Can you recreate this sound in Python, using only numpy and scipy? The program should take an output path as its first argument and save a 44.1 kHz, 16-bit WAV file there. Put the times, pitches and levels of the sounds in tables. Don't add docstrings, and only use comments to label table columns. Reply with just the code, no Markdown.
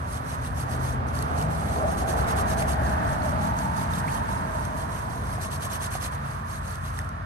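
import sys
import numpy as np
from scipy import signal
from scipy.fft import rfft, irfft, next_fast_len
from scipy.io import wavfile
from scipy.ndimage import uniform_filter1d, map_coordinates

SR = 44100
rng = np.random.default_rng(int(sys.argv[2]) if len(sys.argv) > 2 else 0)


def generate_wav(signal):
    frames = np.transpose(np.atleast_2d(signal))
    scaled = np.clip(frames, -1, 1) * 32767
    pcm = np.round(scaled).astype(np.int16)
    wavfile.write(sys.argv[1], SR, pcm)


N = 319725
TIME = np.arange(N) / SR
SPEED_M_PER_S, CLOSEST_M, ABREAST_S = 26, 19, 2.15

# t/s, level/dB, half length/s, lean (+ sudden start, - sudden end)
STROKES = [(0.164, -48, 0.055, -0.52), (0.33, -48.5, 0.052, -0.35), (0.46, -48.9, 0.037, -0.14),
           (0.605, -45.5, 0.038, -0.12), (0.729, -47.5, 0.04, -0.025), (0.868, -47, 0.067, 0.052),
           (1.087, -56, 0.027, 0.27), (1.173, -47.5, 0.059, 0.32), (1.406, -46.9, 0.047, -0.094),
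           (1.517, -51.5, 0.054, 0.63), (1.608, -51, 0.056, -0.045), (1.74, -48.5, 0.097, -0.04),
           (1.911, -48.1, 0.048, -0.06), (1.996, -44.5, 0.033, 0.28), (2.1, -42, 0.034, 0.13),
           (2.189, -46, 0.038, 0.25), (2.296, -43.2, 0.033, 0.2), (2.388, -41, 0.03, 0.18),
           (2.509, -42, 0.038, -0.04), (2.601, -40.5, 0.032, 0.1), (2.705, -42, 0.036, 0.09),
           (2.89, -49, 0.066, -0.15), (3.136, -50.5, 0.059, -0.55), (3.27, -48, 0.049, 0.05),
           (3.458, -48, 0.055, -0.16), (3.596, -49.5, 0.06, 0.39), (3.804, -45.5, 0.055, -0.065),
           (3.981, -46, 0.055, -0.36), (4.14, -46, 0.065, -0.14), (4.322, -51.1, 0.072, 0.2),
           (4.593, -53, 0.11, -0.048), (4.792, -49, 0.041, 0.31), (4.935, -51, 0.071, 0.53),
           (5.133, -54.5, 0.059, 0.24), (5.352, -50.7, 0.065, -0.69), (5.427, -42.3, 0.033, 0.41),
           (5.534, -43, 0.033, 0.19), (5.64, -43.5, 0.036, 0.026), (5.738, -41, 0.035, -0.0099),
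           (5.842, -40.5, 0.034, 0.022), (5.94, -42, 0.037, 0.13), (6.043, -40, 0.036, -0.0062),
           (6.142, -50.5, 0.025, -0.077), (6.286, -54.5, 0.091, 0.37), (6.538, -49.5, 0.062, -0.13),
           (6.709, -50, 0.077, -0.11), (6.873, -50.5, 0.046, -0.11), (6.979, -53.1, 0.044, -0.17)]
# t/s, level/dB
SHIFTING = [(0, -60.5), (.9, -59), (1.03, -69), (1.3, -58), (2, -58), (3, -56.5), (4, -56.5), (5.3, -56.5),
            (6.1, -61), (6.45, -66), (7.04, -61), (7.11, -66), (7.25, -71)]
# f/Hz, level/dB
GRIT_SPECTRUM = [(900, -11.5), (1700, -2), (2500, -4.5), (3400, -4), (4400, -4.5), (5200, -7), (6200, -2.5),
                 (7200, -7), (8500, -4), (10400, 1), (11800, -6.5), (12700, -16), (13600, -41),
                 (15500, -31)]
# f/Hz, level/dB
PAN_SPECTRUM = [(150, -14), (400, 3.5), (750, 1.5), (1300, -38), (2500, -33)]
# t/s, ring level/dB, f/Hz, crack level/dB, crack t60/s
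LOUD_PEBBLES = [(.044, -41, 3100, -42, .009), (.448, -35, 2700, -34, .03), (1.086, -38, 6200, -34, .012),
                (1.152, -36, 9900, -29, .009), (1.189, -28, 4950, -31, .009),
                (1.225, -27, 11300, -22, .011), (1.414, -31, 2900, -29, .025),
                (1.425, -33, 5200, -25.5, .016), (2.191, -19, 1500, -32, .009),
                (2.244, -34, 3950, -38, .009), (2.624, -22, 2300, -26, .03),
                (2.733, -30.5, 4350, -34, .009), (2.864, -36, 4300, -35, .02),
                (2.894, -35, 8500, -27, .015), (2.94, -40, 9900, -32, .009), (3.221, -37, 4480, -38, .009),
                (3.588, -27, 6200, -26, .014), (3.936, -31, 3800, -30, .012), (4.652, -35, 6300, -26, .013),
                (6.311, -42, 9900, -34, .009), (6.335, -42, 6300, -34, .009), (6.756, -40, 8500, -30, .012),
                (6.975, -35, 3300, -33, .009), (6.990, -23.5, 1850, -19, .006),
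                (6.999, -37, 3550, -42, .009), (7.017, -45, 4300, -36, .009), (7.047, -42, 9500, -36, .009),
                (7.091, -38, 10000, -29, .009)]
# t/s, level/dB
KNOCKS = [(5.383, -27), (5.953, -23)]
# t/s, ring level/dB, starting f/Hz, rise/(Hz/s), t60/s, splash level/dB
BUBBLE = (4.076, -28, 1830, 62000, .066, -43)

RADIATION = {"rumble": (-31, 5.5, 6, 9, -57.5, 27), "exhaust": (-39.5, 7.5, -2, 16, 66.5, 31.5),
             "roar": (-30, 8, -1, 8, 76, 7), "hiss": (-32.5, 4, 5, 6, -62.5, 36),
             "tread": (-37.5, 7.5, 6, 1, 47, 21), "sweep": (-43.5, 4, 5.5, 1, -24, 21),
             "whoosh": (-37.5, 10.5, 3.5, 15, 71.5, 18)}
# order of the cycle rate, level coming/dB, level abreast/dB, level leaving/dB
ENGINE_ORDERS = [(4, -41.5, -56, -41.5), (5, -38, -35.5, -48.5), (6, -60, -48, -40), (7, -41, -73, -44),
                 (8, -37.5, -53, -43), (10, -48, -47.5, -42.5), (13, -59, -72, -54.5),
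                 (16, -49.5, -43.5, -54.5)]
# t/s, order, level/dB, half length/s
BOOMS = [(0.486, 4, -37.5, 0.14), (0.858, 8, -33, 0.42), (1.294, 5, -35, 0.89), (1.51, 10, -32.5, 0.14),
         (2.35, 4, -32.5, 0.48), (2.85, 5, -33, 0.41)]
# f/Hz, level/dB
RUMBLE_SPECTRUM = [(22, -42), (38, -27), (55, 1.5), (85, 0), (135, -2.5), (220, -11), (300, -17),
                   (500, -37.5), (1500, -92)]
# f/Hz, level/dB
EXHAUST_SPECTRUM = [(70, -14), (125, -4.5), (180, 1), (240, -3), (300, -9.5), (420, -43), (900, -82)]
# f/Hz, level/dB
ROAR_SPECTRUM = [(150, -17), (300, -7), (450, -4), (560, -6.5), (650, -5), (800, -1), (1200, -11),
                 (2000, -46), (5000, -69)]
# f/Hz, level/dB
HISS_SPECTRUM = [(300, -22.5), (600, -11), (780, -8), (930, 1.5), (1200, -1.5), (1600, -7.5), (1850, -11.5),
                 (2200, -16.5), (3000, -25), (5000, -32.5), (11000, -55), (14000, -81)]
# f/Hz, level/dB
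TREAD_SPECTRUM = [(400, -58), (560, -12), (630, -1.5), (680, 1), (760, -7.5), (1000, -69)]
# f/Hz, level/dB
SIZZLE_SPECTRUM = [(900, -62), (1300, 4), (1600, 7.5), (1850, 6), (2150, -14), (3000, -48)]
# t/s, level/dB
SIZZLE_LEVEL = [(0, -60), (.3, -51), (.85, -48), (1.3, -58), (2, -47.5), (2.5, -41.5), (2.7, -45),
                (2.86, -38), (3.12, -41), (3.32, -50), (4.1, -44), (5.2, -50.5), (5.85, -46), (6.3, -49),
                (7.25, -50.5)]
# t/s, f/Hz, level/dB
TREAD_NOTE = [(1.7, 640, -63), (1.83, 651.5, -28.5), (1.97, 665, -43), (2.08, 654, -37), (2.22, 661.5, -41),
              (2.38, 662, -38), (2.55, 660, -41), (2.7, 658, -39.5), (2.88, 612.7, -36), (3.08, 630, -48),
              (3.25, 638, -34.5), (3.42, 649, -37.5), (3.7, 640, -51), (4.35, 638, -49), (4.52, 641, -40.5),
              (5, 645.5, -49), (5.6, 652, -48), (6.3, 646, -65)]

# f/Hz, likeness (0-1), left lead/rad, left minus right/dB
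PAN_PORTS = [(700, 0.97, -0.5, -9), (2000, 0.26, -2, 1), (3450, 1, -2, -1.5), (4200, 0.08, -4, -4.5),
             (6380, 0.43, -5.5, -3.5), (7250, 0.37, -2.5, -7.5), (7650, 1, -1.5, 2.5),
             (8570, 0.9, 0.34, -1.5), (10430, 0.95, 3, 0), (11830, 0.84, 7, 0)]
ROAD_PORTS = [(79.6, 0.96, 0.12, 1.5), (236, 0.88, 0.46, 2), (410, 0.43, 1.75, 0), (630, 0.6, 1.35, -3.5),
              (762, 0.63, 2.45, -5), (948, 0.98, 3.34, -3.5), (1254, 0.66, 2.9, -5),
              (1750, 0.67, 2.05, -4.5), (2330, 0.064, 3.2, 0), (2980, 0.35, 4.47, -3.5)]
TONE_PORTS = [(640, 0.73, 1.36, 1.5), (805, 0.63, 3.6, 1.5), (937, 1, 2.6, -5)]


def hand_effort(squareness=2.6):
    power = amp(curves(SHIFTING)[0]) ** 2
    for middle, db, half, lean in STROKES:
        since = TIME - middle
        flank_s = half * (1 + np.clip(lean, -.8, .8) * np.sign(since))
        offset = np.abs(since) / flank_s
        near = offset < 3
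        power[near] += amp(db) ** 2 * np.exp(-2 * offset[near] ** squareness)
    return np.sqrt(power)


def grit(effort, contacts_per_s=4000, spread_db=.5, sand_db=-4, clump_db=.5, gain_db=5):
    touch = rng.random((2, N)) < contacts_per_s / SR
    size = amp(spread_db * np.minimum(rng.exponential(size=(2, N)), 5))
    contacts = unit(touch * size * rng.choice([-1, 1], (2, N)))
    sand = amp(sand_db) * rng.standard_normal((2, N))
    stones = coloured(patchy(contacts + sand, depth_db=2.3), GRIT_SPECTRUM)
    return at_ports(stones * effort * amp(gain_db + clump_db * wobble(70)), PAN_PORTS)


def patchy(x, depth_db):
    frames = signal.stft(x, nperseg=256)[2]
    patches = uniform_filter1d(rng.standard_normal(frames.shape[1:]), size=4, axis=0)
    patches = uniform_filter1d(patches, size=3, axis=1)
    return signal.istft(frames * amp(depth_db * unit(patches)), nperseg=256)[1][:, :N]


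def pan_body(effort, gain_db=-8):
    return effort * amp(gain_db) * at_ports(noise_pair(PAN_SPECTRUM), PAN_PORTS)


def pebbles(effort, count=280, centre_hz=5200, pitch_spread=.38, small_db=-2, spread_db=2, follow=.7):
    track = np.zeros(N + SR)
    hits = [(s, amp(ring_db) * click(hz, t60=.014) + amp(crack_db) * crack(crack_t60))
            for s, ring_db, hz, crack_db, crack_t60 in LOUD_PEBBLES]
    hits += [(s, amp(db) * click(hz=750, t60=.028)) for s, db in KNOCKS]
    for s, sound in hits:
        track[round(s * SR):][:len(sound)] += sound
    starts = rng.integers(0, N, count)
    for start, pitch, size in zip(starts, rng.standard_normal(count), rng.standard_normal(count)):
        hz = min(centre_hz * np.exp(pitch_spread * pitch), SR / 4)
        push = effort.mean() * (effort[start] / effort.mean()) ** follow
        sound = push * amp(small_db + spread_db * size) * (click(hz, t60=.0083) + crack() / 2)
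        track[start:][:len(sound)] += sound
    direct = filtered(track[:N], lambda hz: 1 / (1 + (hz / 12200) ** 40))
    reflection = np.roll(direct, SR // 1000)
    return at_ports(np.array([direct, reflection]), PAN_PORTS)


def click(hz, t60):
    t = np.arange(SR // 16) / SR
    partials = hz * np.exp(rng.normal(0, .044, (3, 1)))
    return np.sin(2 * np.pi * partials * t).mean(0) * amp(-60 * t / t60)


def crack(t60=.009):
    t = np.arange(SR // 16) / SR
    return amp(-60 * t / t60) * rng.standard_normal(len(t)) / 2


def bubble(attack_s=.0017):
    s, db, start_hz, rise, t60, splash_db = BUBBLE
    t = np.clip(TIME - s, 0, t60 / 2)
    envelope = amp(-60 * t / t60) * (1 - np.exp(-t / attack_s)) * np.cos(np.pi * t / t60)
    ring = amp(db) * np.sin(2 * np.pi * (start_hz + rise * t / 2) * t)
    return envelope * (ring + amp(splash_db) * noise_pair(GRIT_SPECTRUM))


def vehicle(buffet_db=-13, roar_flutter_db=1.2, hiss_flutter_db=.9):
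    distance, bearing = passage()
    buffet = amp(buffet_db) * noise_pair(RUMBLE_SPECTRUM)
    low_end = amp(heard_db("rumble")) * (road_noise(RUMBLE_SPECTRUM) + buffet) + engine(bearing)
    drone = amp(heard_db("exhaust")) * road_noise(EXHAUST_SPECTRUM)
    roar = amp(heard_db("roar") + roar_flutter_db * wobble(7)) * road_noise(ROAR_SPECTRUM)
    hiss = amp(heard_db("hiss") + hiss_flutter_db * wobble(5.6)) * road_noise(HISS_SPECTRUM)
    return low_end + drone + roar + hiss + tyre_tones(distance, bearing) + tread_note()


def passage():
    past_m = SPEED_M_PER_S * (TIME - ABREAST_S)
    distance = np.hypot(past_m, CLOSEST_M)
    return distance, past_m / distance


def heard_db(part):
    base_db, loss_db, rear_db, beam_db, aim, width = RADIATION[part]
    distance, bearing = passage()
    angle = np.degrees(np.arcsin(bearing))
    beam = np.exp(-((angle - aim) / width) ** 2)
    return base_db - loss_db * np.log2(distance / CLOSEST_M) + rear_db * bearing + beam_db * beam


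def engine(bearing, cycle_hz=15.03, fade_db=2, waver=.0028, gain_db=-1):
    doppler_hz = cycle_hz / (1 + SPEED_M_PER_S / 343 * bearing)
    phase = 2 * np.pi * np.cumsum(doppler_hz * (1 + waver * wobble(8))) / SR
    tone = np.zeros(N)
    for order, *levels in ENGINE_ORDERS:
        steady = amp(np.interp(bearing, (-1, 0, 1), levels) + fade_db * wobble(3.046))
        boom = sum(amp(db) * np.exp(-((TIME - s) / half) ** 2)
                   for s, boom_order, db, half in BOOMS if boom_order == order)
        tone += np.hypot(steady, boom) * np.sin(order * phase + rng.uniform(0, 2 * np.pi))
    return amp(gain_db) * np.sqrt(2) * tone * amp([[.7], [-.7]])


def tyre_tones(distance, bearing, hum_flutter_db=1.3, whoosh_flutter_db=2, climb_per_m=.0041):
    hum = amp(heard_db("tread") + hum_flutter_db * wobble(6)) * noise_pair(TREAD_SPECTRUM)
    sizzle = amp(curves(SIZZLE_LEVEL)[0]) * coloured(rng.standard_normal(N), SIZZLE_SPECTRUM)
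    sweep_hz = 750 * np.exp(climb_per_m * distance * bearing)
    sweep = amp(heard_db("sweep")) * moving_band(sweep_hz, relative_width=.12)
    whoosh_hz = 796 * (distance / CLOSEST_M) ** .14
    whoosh_gain = amp(heard_db("whoosh") + whoosh_flutter_db * wobble(12))
    whoosh = whoosh_gain * np.array([moving_band(whoosh_hz, relative_width=.058) for _ in range(2)])
    return at_ports(hum + whoosh, TONE_PORTS) + sizzle + sweep


def tread_note(jitter=.036, flutter_db=3.1, wobbles_per_s=75):
    hz, db = curves(TREAD_NOTE)
    phase = 2 * np.pi * np.cumsum(hz * (1 + jitter * wobble(wobbles_per_s))) / SR
    note = np.sqrt(2) * amp(db + flutter_db * wobble(wobbles_per_s)) * np.sin(phase)
    return at_ports(np.array([note, np.zeros(N)]), TONE_PORTS)


def road_noise(spectrum):
    return unit(at_ports(noise_pair(spectrum), ROAD_PORTS))


def moving_band(centre_hz, relative_width):
    hz, t, frames = signal.stft(rng.standard_normal(N), SR, nperseg=2048)
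    centre = np.interp(t, TIME, centre_hz)
    band = np.exp(-.5 * ((hz[:, None] / centre - 1) / relative_width) ** 2) / np.sqrt(centre)
    return unit(signal.istft(frames * band, SR, nperseg=2048)[1][:N])


def at_ports(pair, ports):
    size = next_fast_len(N + SR // 4)
    likeness, lead, tilt_db = along(ports, np.fft.rfftfreq(size, 1 / SR))
    width = np.arccos(np.clip(likeness, 0, 1)) / 2
    mid, side = rfft(pair, size)
    sign = np.array([[1], [-1]])
    stereo = np.cos(width) * mid + sign * np.sin(width) * side
    return irfft(stereo * amp(sign * tilt_db / 2) * np.exp(.5j * sign * lead), size)[:, :N]


def noise_pair(spectrum):
    return coloured(rng.standard_normal((2, N)), spectrum)


def coloured(x, spectrum):
    return unit(filtered(x, lambda hz: amp(along(spectrum, hz)[0])))


def filtered(x, response):
    size = next_fast_len(N + SR // 4)
    return irfft(rfft(x, size) * response(np.fft.rfftfreq(size, 1 / SR)), size)[..., :N]


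def wobble(rate):
    return map_coordinates(rng.standard_normal(int(N * rate / SR) + 4), [TIME * rate])


def along(rows, hz):
    f, *columns = np.transpose(rows)
    return [np.interp(np.log(hz + 1), np.log(f + 1), column) for column in columns]


def curves(rows):
    s, *columns = np.transpose(rows)
    return [np.interp(TIME, s, column) for column in columns]


def amp(db):
    return 10 ** (np.asarray(db) / 20)


def unit(x):
    return x / np.sqrt(np.mean(x ** 2) + 1e-20)


def scene():
    effort = hand_effort()
    return grit(effort) + pan_body(effort) + pebbles(effort) + bubble() + vehicle()


def record(dry):
    return filtered(dry, lambda hz: hz < 15800)


dry = scene()
out = record(dry)
generate_wav(out)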